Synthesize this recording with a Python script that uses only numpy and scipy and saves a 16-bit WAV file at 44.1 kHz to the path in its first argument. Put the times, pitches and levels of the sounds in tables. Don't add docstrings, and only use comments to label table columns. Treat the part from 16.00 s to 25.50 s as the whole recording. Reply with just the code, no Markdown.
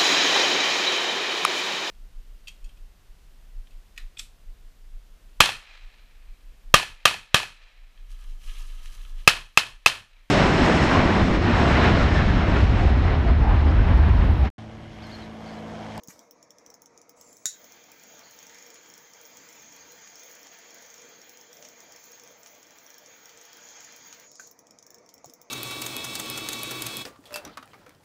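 import sys
import numpy as np
from scipy import signal
from scipy.fft import rfft, irfft
from scipy.io import wavfile
from scipy.ndimage import uniform_filter1d

SR = 44100
rng = np.random.default_rng(int(sys.argv[2]) if len(sys.argv) > 2 else 0)


def nominal_scale(level):
    x = np.asarray(level, float) / 20
    return 10 ** x


def generate_wav(sig):
    pcm = np.round(np.clip(np.atleast_2d(sig).T, -1, 1) * 32767).astype(np.int16)
    wavfile.write(sys.argv[1], SR, pcm)


N = 418950

# (t/s, relative level/dB)
FLOW = [(1.3, -72), (1.6, -62), (1.93, -61), (2.2, -57.5), (2.67, -57.5), (3.17, -60.5), (3.49, -56),
        (4.09, -55), (5.02, -56), (5.42, -61), (6.1, -57.5), (6.38, -62), (6.8, -64), (7.85, -53),
        (8.31, -59.5), (8.45, -54)]
# (on/s, off/s)
LIT = (1.47, 8.29)
# (open/s, shut/s)
GAS = (1.155, 8.54)


def evened(x):
    return x / np.sqrt(np.mean(x ** 2) + 1e-20)


def read(points, hz):
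    f, value = np.transpose(points)
    return np.interp(np.log(hz + 1), np.log(f + 1), value)


def noise(tone, patchy_db, flicker_db, drift_db=0., size=1024, until_s=None):
    n = round(until_s * SR) if until_s else N
    frames = 4 * n // size + 5
    hz = np.fft.rfftfreq(size, 1 / SR)
    real, imag, grain = rng.standard_normal((frames, len(hz), 3)).T
    drift = uniform_filter1d(uniform_filter1d(grain, size=24, axis=0), size=90, axis=1)
    drift = evened(drift)[::-1]
    patches = evened(uniform_filter1d(uniform_filter1d(grain, size=10, axis=0), size=16, axis=1))
    flicker = evened(uniform_filter1d(rng.standard_normal(frames), size=6))
    level_db = read(tone, hz)[:, None] + patchy_db * patches + drift_db * drift + flicker_db * flicker
    spectra = (real + 1j * imag) * nominal_scale(level_db)
    sound = signal.istft(spectra, nperseg=size, noverlap=3 * size // 4)[1][:n]
    return np.pad(evened(sound), (0, N - n))


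def swell(s, db, on, off, fade_s):
    t = np.arange(N) / SR
    return nominal_scale(np.interp(t, s, db)) * np.clip(np.minimum(t - on, off - t) / fade_s, 0, 1)


def ring(modes, rise_s):
    t = np.arange(SR // 5) / SR
    y = np.zeros(len(t))
    for k, (hz, db, t60) in enumerate(modes):
        y += (-1) ** k * nominal_scale(db - 60 * t / max(t60, .001)) * np.sin(2 * np.pi * hz * t)
    y = y * (1 - np.exp(-(t / rise_s) ** 2))
    return y / abs(y).max()


def click(tone):
    log_gain = np.log(nominal_scale(read(tone, abs(np.fft.fftfreq(2048, 1 / SR)))))
    y = np.fft.ifft(np.exp(np.conj(signal.hilbert(log_gain)))).real[:1024]
    return y / abs(y).max()


def blow(s, crack_db, tone, after, knock_hz, knock_db, t60):
    out = np.zeros(N + SR)
    t = np.arange(len(after)) / SR
    spark = 0.18 * rng.standard_normal(len(t)) * np.exp(-abs(t - .0013) / 0.00076)
    spark[66] = 1.0
    crack = signal.oaconvolve(spark, click(tone))[:len(t)]
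    crack = nominal_scale(crack_db) * crack / abs(crack).max()
    modes = [(knock_hz, 0, t60), (1.41 * knock_hz, -7, 0.11 * t60), (0.9 * knock_hz, -9, 0.39 * t60)]
    knock = nominal_scale(knock_db) * ring(modes, 0.26 / knock_hz)
    start = round(s * SR) - 40
    out[start:][:len(t)] = crack + after + knock
    return out[:N]


def echoed(x, share=1.):
    # (delay/s, signed gain)
    reflections = [(.00122, 0.082), (.00217, 0.15), (.0025, 0.27), (.0028, -0.15), (.00335, 0.38),
                   (.0045, -0.0034), (.00485, -0.085), (.007, 0.23)]
    return x + share * sum(gain * np.roll(x, round(s * SR)) for s, gain in reflections)


def room(x, slow=0.96):
    # (f/Hz, unscaled t60/s)
    decay = [(800, 0.0056), (2110, 0.16), (5570, 0.16), (14700, 0.12)]
    taps = np.zeros(SR // 3)
    at = np.arange(200, len(taps) - 20, 20)
    taps[at + rng.integers(0, 20, len(at))] = rng.choice([-1., 1.], len(at))
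    hz, t, z = signal.stft(taps, SR, nperseg=128)
    dying = nominal_scale(-60 * t / (slow * read(decay, hz)[:, None]))
    tail = signal.istft(z * dying, SR, nperseg=128)[1]
    return signal.oaconvolve(x, tail / np.linalg.norm(tail))[:N]


def fan():
    # (f/Hz, relative level/dB)
    air_tone = [(18, -55), (45, -23), (85, -16.5), (240, -7), (310, -6), (394, -13.5), (800, -12),
                (1300, -12.5), (1500, -19.5), (2300, -15.5), (2800, -32), (4200, -30.5), (6500, -17),
                (8200, -42.5), (15800, -47), (16000, -85)]
    # (f/Hz, width/Hz, lift/dB)
    casing = [(478.7, 92, 15), (594, 18, 11), (681.6, 62, 9.5), (937, 48, 6)]
    level_db = -59.5
    air = rfft(noise(air_tone, patchy_db=2.0, flicker_db=1.24, size=2048))
    hz = np.fft.rfftfreq(N, 1 / SR)
    lift_db = sum(db / (1 + (2 * (hz - f) / width) ** 2) for f, width, db in casing)
    return nominal_scale(level_db) * evened(irfft(air * nominal_scale(lift_db), N))


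def lens():
    steps = [(0, 2), (1, 2), (4, 4), (7, 2), (10, 5), (12, 4), (14, 6), (16, 4), (17, 4), (18, 4), (20, 1),
             (21, 5), (24, 6), (25, 6), (27, 2), (30, 3), (33, 1), (34, 1), (41, 5), (43, 3), (46, 0),
             (48, 2), (50, 0), (51, 1), (55, 4), (58, 1), (60, 4), (61, 3), (62, 4), (64, 6), (65, 5),
             (66, 4), (67, 4), (68, 3), (69, 1), (72, 0), (73, 6), (74, 5), (75, 2), (79, 4), (81, 1),
             (82, 5), (85, 3), (88, 5), (89, 1), (94, 5), (95, 1), (99, 3), (105, 3), (106, 6), (107, 1),
             (109, 1), (110, 1), (112, 3), (113, 6), (116, 1), (119, 5), (120, 2), (121, 0), (122, 1),
             (123, 0), (124, 5), (125, 4), (126, 5), (127, 6), (132, 5), (134, 2), (136, 6), (137, 5),
             (140, 4), (141, 5), (143, 6), (144, 4), (147, 3), (150, 3), (151, 4), (153, 1), (155, 2),
             (157, 4), (158, 1), (159, 6), (163, 6), (164, 1), (166, 0), (168, 6), (169, 0), (170, 5),
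             (172, 6), (174, 5), (175, 4), (176, 5), (177, 2), (179, 6), (184, 3), (187, 5), (188, 6),
             (189, 1), (191, 3), (192, 1), (195, 5), (197, 0), (198, 4), (199, 1), (201, 4), (202, 2),
             (208, 2), (211, 4), (212, 5), (215, 3), (216, 2), (218, 1), (220, 0), (221, 5), (223, 6),
             (224, 5), (225, 4), (226, 3), (227, 4), (228, 0), (230, 0), (232, 2), (233, 0), (235, 3),
             (236, 5), (237, 2), (239, 2)]
    # (body level/dB, barrel level/dB, drive level/dB)
    strokes = [(-46.5, -68, -64), (-44.5, -53.5, -50.5), (-42.5, -55, -44.5), (-41.5, -60, -47),
               (-40.5, -61, -51.5), (-41.5, -60.5, -59), (-42, -59, -63)]
    # (f/Hz, relative level/dB, t60/s)
    parts = [
        [(3370, -17, 0.0071), (3730, -25.5, 0.011), (5367, -0.5, 0.0059), (5560, -1, 0.012), (5960, -3, 0.0069),
         (6530, -2.5, 0.0085), (6740, -5.5, 0.0088), (7190, -8, 0.0082), (8150, -12, 0.0036)],
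        [(8700, -11, 0.0052), (10100, -4.5, .008), (10370, -5, 0.013), (10800, -5, 0.017), (11260, 0.5, 0.0058),
         (12150, -20, .006)],
        [(13530, -25, .005), (14230, -4, 0.0076), (14350, -2.5, 0.01), (15250, -1, 0.012), (15470, -1, 0.0081),
         (14900, -9, .006)],
    ]
    # (beat, lateness/s)
    wander = [(0, 0), (38, -.0016), (95, -.0001), (125, -.0001), (157, .0004), (195, -.0003), (235, .0004)]
    beat_s, first_s, spread_db = .039245, .0342, 0.94
    beat, stroke = np.transpose(steps)
    s = first_s + beat_s * beat + np.interp(beat, *np.transpose(wander))
    parts_db = np.array(strokes)[stroke] + spread_db * rng.standard_normal((len(s), 3))
    t = np.arange(160) / SR
    buzz = 0.31 * rng.standard_normal((len(s), len(t))) * np.exp(-((t - .0012) / 0.0011) ** 2)
    direction = rng.choice([-1, 1], (len(s), 1))
    buzz[:, [30, 75]] += direction * np.array([1.6, .9])
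    out = np.zeros((2, N + SR))
    for modes, part_db in zip(parts, parts_db.T):
        ticks = signal.fftconvolve(buzz, ring(modes, 0.00008)[None, :SR // 20], axes=1)
        onset_rms = np.sqrt((ticks[:, :200] ** 2).mean(1) * 2)
        ticks *= (nominal_scale(part_db - 5.0) / onset_rms)[:, None]
        for k, (at, tick) in enumerate(zip(np.round(s * SR).astype(int), ticks)):
            out[k % 2, at:at + len(tick)] += tick
    return sum(half[:N] + nominal_scale(-8.0) * room(half[:N], slow=0.58) for half in out)


def pops():
    # (t/s, level/dB)
    moments = [(2.496, -35), (2.7575, -36), (4.075, -35), (5.6259, -31.5), (5.652, -31), (6.4618, -31),
               (7.294, -34), (8.1275, -28)]
    # (f/Hz, relative level/dB)
    pop_tone = [(400, -33), (1200, -15.5), (2500, -13.5), (4500, -16), (6700, -4.5), (7800, -24),
                (9000, -29), (15000, -35), (16500, -73)]
    s, db = np.transpose(moments)
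    train = np.zeros(N)
    train[np.round(s * SR).astype(int)] = nominal_scale(db)
    out = signal.oaconvolve(train, click(pop_tone))[:N]
    return echoed(out) + nominal_scale(-3) * room(out)


def igniter():
    # (crack level/dB, shell level/dB, knock f/Hz, knock level/dB, knock t60/s)
    snap = (-8, -25.5, 1481, -33, 0.03)
    # (f/Hz, relative level/dB)
    crack_tone = [(350, -50), (600, -46), (1270, -49), (1500, -22), (3170, -24), (3900, -10.5),
                  (4940, -17.5), (6800, 4), (8600, -21), (11200, -16.5), (13600, -21), (15200, -21),
                  (15800, -14), (16500, -33)]
    # (f/Hz, relative level/dB, t60/s)
    shell = [(3800, -8, 0.029), (3900, -26, 0.05), (4040, -12, 0.0384), (5760, -30, 0.054),
             (6500, -16, .06)]
    snap_s = 1.4565
    crack_db, shell_db, *knock = snap
    return blow(snap_s, crack_db, crack_tone, nominal_scale(shell_db) * ring(shell, .0006), *knock)


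def handling():
    # (t/s, click level/dB, rustle level/dB, knock f/Hz, knock level/dB, knock t60/s)
    knocks = [(.084, -32, -51.5, 192, -36, 0.1), (1.4577, -57, -75, 150, -40, 0.038),
              (8.3977, -30.5, -60, 1505, -34.5, 0.023), (9.091, -38.5, -83, 6700, -44, 0.012),
              (9.2443, -35.5, -65, 707, -37, .04), (9.262, -60, -92, 147, -47.5, 0.067),
              (9.275, -60, -88, 335, -52.5, 0.11), (9.295, -62, -92, 258, -51, 0.071)]
    # (f/Hz, relative level/dB)
    click_tone = [(1500, -22), (3000, -19.5), (5000, -8), (6700, 2.5), (7600, -10), (8600, -33),
                  (15200, -21), (16200, -34.5)]
    # (f/Hz, relative level/dB)
    rustle_tone = [(800, -6), (2500, -12), (4500, -7.5), (6700, 0.5), (8300, -13), (12500, -14),
                   (15200, -5), (16200, -33)]
    rustle_t60_s = .43
    t = np.arange(SR // 5) / SR
    cloth = noise(rustle_tone, patchy_db=5.5, flicker_db=1.5, size=256)
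    fades = np.minimum(t / 0.0018, 1) * np.clip((t[-1] - t) / 0.0092, 0, 1)
    out = np.zeros(N)
    for s, click_db, rustle_db, *knock in knocks:
        rustle = nominal_scale(rustle_db - 60 * t / rustle_t60_s) * fades * cloth[round(s * SR):][:len(t)]
        out += blow(s, click_db, click_tone, rustle, *knock)
    return out


def hits():
    snap, knocks = igniter(), handling()
    return echoed(snap + knocks) + room(nominal_scale(6.5) * snap + nominal_scale(-4) * knocks)


def whistle():
    # (from/s, to/s, centre f/Hz, half width/Hz, relative level/dB)
    airy = (2.228, 2.31, 4450, 300, -55)
    on, off, hz, width, db = airy
    tone = [(hz - 2 * width, -50), (hz - width, 0), (hz, -5), (hz + width, 0), (hz + 2 * width, -50)]
    breath = noise(tone, patchy_db=3.0, flicker_db=0.5, until_s=off)
    return swell([on, off], [db, db - 6], on, off, .01) * breath


def fizz():
    # (f/Hz, relative level/dB)
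    cold_tone = [(4410, -17.5), (7500, 1.5), (8920, -26), (10400, -10), (13200, -28), (14000, -31),
                 (15100, -11), (15800, -9), (15950, -50)]
    # (f/Hz, relative level/dB)
    lit_tone = [(7500, -34), (9300, -50), (10500, -17), (12000, -12.5), (14200, -11), (15200, 8),
                (15800, -9), (15950, -65)]
    cold_db, lit_db = -62.5, -66
    cold = noise(cold_tone, patchy_db=4.5, flicker_db=1.5, until_s=LIT[0] + .1)
    cold = swell(LIT, [cold_db] * 2, GAS[0], LIT[0], 0.018) * cold
    lit = swell(LIT, [lit_db] * 2, *LIT, 0.068) * noise(lit_tone, patchy_db=3.5, flicker_db=2.5)
    return cold + lit


def hiss():
    # (f/Hz, relative level/dB)
    hiss_tone = [(2500, -44.5), (4500, -15), (5600, -14), (6700, 0), (7400, -14.5), (8300, -39.5),
                 (9300, -44), (10300, -36), (12000, -52)]
    opening = swell(*np.transpose(FLOW), GAS[0], 9.5, 0.02)
    shutting = swell(GAS, [0, 0], 0, GAS[1], 0.11)
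    return opening * shutting * noise(hiss_tone, patchy_db=2.5, flicker_db=0.45)


def roar():
    # (f/Hz, relative level/dB)
    roar_tone = [(300, -27), (800, -4.5), (1250, -6.5), (1600, -0.5), (2400, -2), (2750, -8), (3300, -2.5),
                 (3800, -10), (4400, -9), (6000, -12.5), (8000, -37), (9000, -47)]
    usual_db, usual_hiss_db, follows = -58.5, -57.5, 0.52
    s, hiss_db = np.transpose(FLOW)
    level_db = usual_db + follows * (hiss_db - usual_hiss_db)
    return swell(s, level_db, *LIT, 0.048) * noise(roar_tone, patchy_db=1.5, flicker_db=0.95, drift_db=0.2)


def torch():
    jet = hiss() + fizz() + roar() + whistle()
    return nominal_scale(-0.12) * echoed(jet, share=0.69) + nominal_scale(-7.5) * room(jet)


def scene():
    high_pass = signal.butter(2, 80, "high", fs=SR, output="sos")
    near = signal.sosfilt(high_pass, hits() + pops())
    return (torch() + near + lens() + fan())[None]


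def top_cut(x):
    return signal.sosfilt(signal.butter(12, 17070, fs=SR, output="sos"), x)


def record(dry):
    mic_edge_hz, threshold_db, release_db_per_s = 16700, -35.0, 240.0
    power_db = 10 * np.log10(abs(uniform_filter1d(dry[0] ** 2, size=200)) + 1e-12)
    fall = np.arange(N) * release_db_per_s / SR
    peak_db = np.maximum.accumulate(power_db + fall) - fall
    over_db = np.maximum(peak_db - threshold_db, 0)
    late_db = np.roll(uniform_filter1d(over_db, size=200), 200)
    low_pass = signal.firwin(255, mic_edge_hz, window=("kaiser", 9), fs=SR)
    mix = signal.oaconvolve(dry, low_pass[None], "same")
    return top_cut(mix * nominal_scale(-.6 * late_db))


dry = scene()
out = record(dry)
generate_wav(out)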